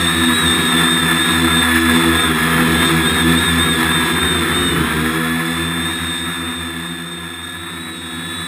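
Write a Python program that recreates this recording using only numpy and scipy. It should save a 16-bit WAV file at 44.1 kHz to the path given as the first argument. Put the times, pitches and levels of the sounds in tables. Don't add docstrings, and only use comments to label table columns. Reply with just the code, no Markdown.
import sys
import numpy as np
from scipy import signal
from scipy.fft import rfft, irfft
from scipy.io import wavfile
from scipy.ndimage import uniform_filter1d

SR = 44100
rng = np.random.default_rng(int(sys.argv[2]) if len(sys.argv) > 2 else 0)


def to_linear_factor(level_db):
    exponent = np.asarray(level_db, float) / 20
    return 10 ** exponent


def file_out(sig):
    cols = np.atleast_2d(sig).T
    lim = np.clip(cols, -1, 1)
    pcm = np.round(lim * 32767).astype(np.int16)
    wavfile.write(sys.argv[1], SR, pcm)


N = 373527
STEP_RATE = 12000
STEPS = N * STEP_RATE // SR + 40
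WHINE_ORDER = 42

# (frequency [Hz], level per Hz [dB])
SHELL_RESONANCES = [(330, -51), (560, -20.5), (614, -25), (667, -14), (706, -9.5), (859, -14.5),
                    (1010, -3.5), (1110, -7.5), (1330, -1.5), (1520, -10.5), (1700, 0), (2000, -8),
                    (2170, -8), (2700, -14), (3000, -23.5), (3900, -61), (6600, -120)]


def in_time(rows):
    s, *columns = np.transpose(rows)
    t = np.arange(STEPS) / STEP_RATE
    return np.array([np.interp(t, s, column) for column in columns])


def at_hz(points, hz):
    point_hz, point_db = np.array(points).T
    return np.interp(np.log(hz), np.log(point_hz), point_db)


def rms_one(x):
    return x / np.sqrt(np.mean(x ** 2))


def drift(rate):
    r = np.exp(-2 * np.pi * rate / STEP_RATE)
    noise = rng.standard_normal(STEPS + 6000)
    slow = signal.lfilter([1], [1, -2 * r, r * r], noise)[6000:]
    return rms_one(slow - slow.mean())


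def surges(rows):
    t = np.arange(STEPS) / STEP_RATE
    return sum(swing * np.cos(np.pi * np.clip((t - top) / length, -.5, .5)) ** 2
               for top, swing, length in rows)


def coloured(x, spectrum):
    hz = np.arange(STEPS // 2 + 1) * STEP_RATE / STEPS + 1
    inside = (hz > spectrum[0][0]) & (hz < spectrum[-1][0])
    return rms_one(irfft(rfft(x) * to_linear_factor(at_hz(spectrum, hz)) * inside, STEPS))


def tone(turns, multiple, flutter_db, rate):
    strength = np.sqrt(2) * to_linear_factor(flutter_db * drift(rate))
    return strength * np.sin(2 * np.pi * (multiple * turns + rng.random()))


def shaft_speeds():
    # (time [s], shaft speed [Hz])
    trim_a = [(0, 83), (.26, 87.5), (.79, 84), (1.44, 83.8), (1.8, 81.3), (2.07, 83), (2.3, 82.5),
              (2.55, 75.8), (2.72, 82.3), (3.82, 82.5), (4.1, 84.4), (4.5, 83.4), (4.86, 80.3),
              (5.36, 82.5), (5.85, 78.6), (6.28, 82.5), (6.68, 79), (8.47, 79)]
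    trim_b = [(0, 85), (.5, 78.8), (.8, 78), (2.08, 84.3), (2.33, 75.2), (2.5, 77.3), (2.72, 73.5),
              (2.9, 79.3), (3.86, 78.3), (4.08, 73), (4.27, 77.3), (4.75, 71), (4.9, 76), (5.62, 85.3),
              (7.3, 84.8), (7.62, 89.3), (8.02, 89.3), (8.47, 92.7)]
    trim_c = [(0, 88.5), (.28, 82.5), (.5, 84), (2.05, 82.4), (2.36, 80.3), (2.58, 82.5), (3.0, 80.5),
              (3.4, 84.5), (4.05, 79.8), (4.31, 74.7), (4.48, 76.5), (4.75, 73), (5.2, 81.8), (6.3, 83.3),
              (7.5, 80.9), (7.7, 85.4), (8.14, 81.6), (8.47, 83.5)]
    trim_d = [(0, 82.4), (.35, 80.4), (1.15, 83.5), (1.9, 82.5), (2.24, 78), (2.7, 83.5), (3.2, 80.8),
              (4.1, 82), (4.36, 78.8), (4.6, 80.2), (4.96, 78.9), (5.7, 83.9), (6.6, 83.3), (7.26, 87.3),
              (7.6, 84.4), (7.92, 81.5), (8.47, 86.5)]
    # (top time [s], swing [Hz], length [s])
    roll_surges = [(.14, 3.8, .28), (.39, 5.4, .24), (.63, 4.3, .3), (.94, 3, .34), (1.28, 4.9, .32),
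                   (1.58, 2.8, .38), (1.94, 2.4, .27), (2.2, 3, .27), (2.84, 4.7, .28), (3.14, 6.4, .34),
                   (3.43, 6.3, .28), (3.67, 5.4, .3), (3.95, 2.5, .28), (4.27, 3, .38), (4.65, 5.3, .42)]
    # (top time [s], swing [Hz], length [s])
    pitch_surges = [
        (5.98, 3.1, .5),
        (6.26, 2.2, .4),
        (6.55, 1.5, .36),
        (6.9, 1.6, .3),
        (7.13, 2.2, .26),
        (7.86, 3.2, .3),
    ]
    roll_share, pitch_share = (1, -.45, -.72, .15), (.15, 1, -.45, -.2)
    jitter_hz = .4
    trims = np.array([in_time(trim)[0] + jitter_hz * drift(3.95)
                      for trim in (trim_a, trim_b, trim_c, trim_d)])
    hunting = np.outer(roll_share, surges(roll_surges)) + np.outer(pitch_share, surges(pitch_surges))
    return uniform_filter1d(trims, size=700, axis=1) + hunting


def motor(speed_hz, whine_db, hum_db, start):
    # (frequency [Hz], level [dB])
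    hum_response = [(72, -20.5), (90, -6.5), (145, -23.5), (172, -3.5), (225, -19.5), (248, -3.5),
                    (272, -8), (300, -22.5), (332, -6), (365, -13.5), (400, -16.5), (440, -25.5),
                    (490, -19.5), (540, -20)]
    # (frequency [Hz], level [dB])
    whine_response = [(2950, -11), (3050, -13), (3150, -14), (3250, -15), (3350, -13.5), (3450, -14.5),
                      (3550, -4), (3650, 1.3), (3750, -5.5), (3850, -1.5)]
    magnet_tones = {21: -14, 48: -17, 63: -10}
    turns = start + np.cumsum(speed_hz) / STEP_RATE

    hum = sum(to_linear_factor(at_hz(hum_response, k * speed_hz)) * tone(turns, k, flutter_db=2.5, rate=3.9)
              for k in range(1, 7))
    hum = hum * to_linear_factor(hum_db + 1.0 * drift(3))

    whine_level_db = whine_db + at_hz(whine_response, WHINE_ORDER * speed_hz)
    whine = to_linear_factor(whine_level_db) * tone(turns, WHINE_ORDER, flutter_db=-0.04, rate=51)

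    mirror_turns = np.arange(STEPS) * 8015 / STEP_RATE - WHINE_ORDER * turns
    mirror = tone(mirror_turns, 1, flutter_db=2.0, rate=5) * to_linear_factor(-7.5 + 0.37 * whine_level_db)

    poles, *high_tones = [to_linear_factor(db) * tone(turns, k, flutter_db=4.0, rate=4.8)
                          for k, db in magnet_tones.items()]
    comb = poles + sum(tone(turns, k, flutter_db=4.0, rate=5.8) for k in range(7, 35))
    high = sum(high_tones) * to_linear_factor(.15 * (speed_hz - 92.0)) + mirror

    chop = 1 + 0.32 * np.cos(4 * np.pi * turns) + 0.26 * np.cos(2 * np.pi * turns)
    air = chop * rng.standard_normal(STEPS)
    return hum + whine, comb, high, air


def four_motors(speeds, hum_db):
    # (time [s], motor 1 [dB], motor 2 [dB], motor 3 [dB], motor 4 [dB])
    whine_levels = [(0, 1.5, -1, -1, -7), (1.4, 0, -7, 0, -6), (2.1, 2, -2, 0, -8), (2.5, -2, -2, 0, -5),
                    (3.5, 0.5, -3.5, -2, -8), (4.6, -0.5, -8, -4, -14), (5.3, -3, 2.5, -2, -14),
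                    (6.6, -6, 0.5, 2.5, -13), (7.4, -5, -1, 2, -3), (7.75, -6, 0, 0, -3),
                    (8.05, -7, 1, 8, -9), (8.47, -7, 1.5, 7, -10)]
    # (coupling [dB], start angle [turns])
    arm_settings = [
        (-1, 0.1007),
        (3, .4),
        (3, .7),
        (0, .9),
    ]
    arms = [motor(hz, whine_db + 1.2 * drift(2.1), hum_db - 5.5 + arm_db, start)
            for hz, whine_db, (arm_db, start) in zip(speeds, in_time(whine_levels), arm_settings)]
    return np.sum(arms, axis=0)


def pole_tone(speed_hz):
    order = WHINE_ORDER // 2
    level = to_linear_factor(-5 + .6 * at_hz(SHELL_RESONANCES, order * speed_hz))
    return level * tone(np.cumsum(speed_hz) / STEP_RATE, order, flutter_db=1.3, rate=5)


def shell_hiss(comb, air):
    return coloured(to_linear_factor(-2.0) * rms_one(comb) + rms_one(air), SHELL_RESONANCES) * to_linear_factor(-0.7 + 1.43 * drift(26))


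def bright_hiss(air, high):
    # (frequency [Hz], level per Hz [dB])
    bright_response = [(1710, -17), (2900, -7.5), (3020, -30), (3140, -4), (3290, -12), (3520, 3.5),
                       (3990, -5), (4200, -8), (4360, -15.5), (4860, -19.5), (5240, -13.5), (5500, -12.5),
                       (5740, -21), (5990, -29), (7790, -65), (13200, -120)]
    return coloured(air + high, bright_response) * to_linear_factor(-8.5 + 0.88 * drift(4.2))


def buffeting():
    # (frequency [Hz], level per Hz [dB])
    rumble_response = [(20, -20), (60, -8), (100, -13), (140, 3), (200, 1.5), (290, 0), (450, -2.5),
                       (570, -22), (640, -40)]
    # (top time [s], swing [dB], length [s])
    gust_swings = [
        (.01, 11, 0.18),
        (1.04, 13, 0.16),
        (2.62, 11.5, 0.37),
        (3.2, 6, 1.3),
        (4.0, 8, 1.1),
        (4.76, 16, 1.13),
        (5.17, 5, 0.27),
        (5.68, 8, 0.38),
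        (6.9, -8, .2),
        (8.3, -1, 0.24),
    ]
    calm_db = -19.5
    return coloured(rng.standard_normal(STEPS), rumble_response) * to_linear_factor(
        calm_db + surges(gust_swings) + 0.62 * drift(4))


def held_in_steps(steps):
    low_pass = signal.cheby2(12, 22, 5850, fs=STEP_RATE, output="sos")
    held = np.repeat(signal.sosfilt(low_pass, steps), 4)
    return signal.resample_poly(held, 147, 160)[None, :N]


def scene():
    # (time [s], whole mix [dB], hum against the rest [dB])
    loudness = [(0, -20.5, -1), (.5, -19, 1.5), (.95, -20, 0), (1.85, -18, 0.2), (2.3, -19.5, 4.5),
                (2.65, -18, 2.5), (3.4, -19.5, 2.2), (4.0, -20, 2.5), (4.65, -22, 4), (5.15, -22, 5),
                (5.5, -23.5, -1), (5.76, -25, 0), (6.8, -30, -0.4), (7.1, -33, 0), (8.02, -32.5, -1.5),
                (8.28, -29.5, 0.5), (8.47, -30, -2.5)]
    # (top time [s], swing [dB], length [s])
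    air_blasts = [
        (.82, 2.5, .15),
        (1.3, 1.5, 0.07),
        (1.76, 2, 0.073),
        (2.53, 1.5, 0.061),
        (3.32, 1.5, 0.12),
        (3.84, 2.5, 0.18),
        (4.8, 1, 0.15),
        (5.15, 0.5, 0.11),
        (5.66, 0.5, .2),
    ]
    level_db, hum_db = in_time(loudness)
    speeds = shaft_speeds()
    tones, comb, high, air = four_motors(speeds, hum_db)
    mix = tones + pole_tone(speeds[2]) + shell_hiss(comb, air) + bright_hiss(air, high) + buffeting()
    return held_in_steps(to_linear_factor(level_db + surges(air_blasts)) * mix)


def roll_off(x):
    return signal.sosfilt(signal.butter(12, 15440, fs=SR, output="sos"), x)


def record(dry):
    kept = np.arange(N // 2 + 1) * SR / N < 15340
    mix = irfft(rfft(dry) * kept, N)
    return roll_off(mix)


dry = scene()
out = record(dry)
file_out(out)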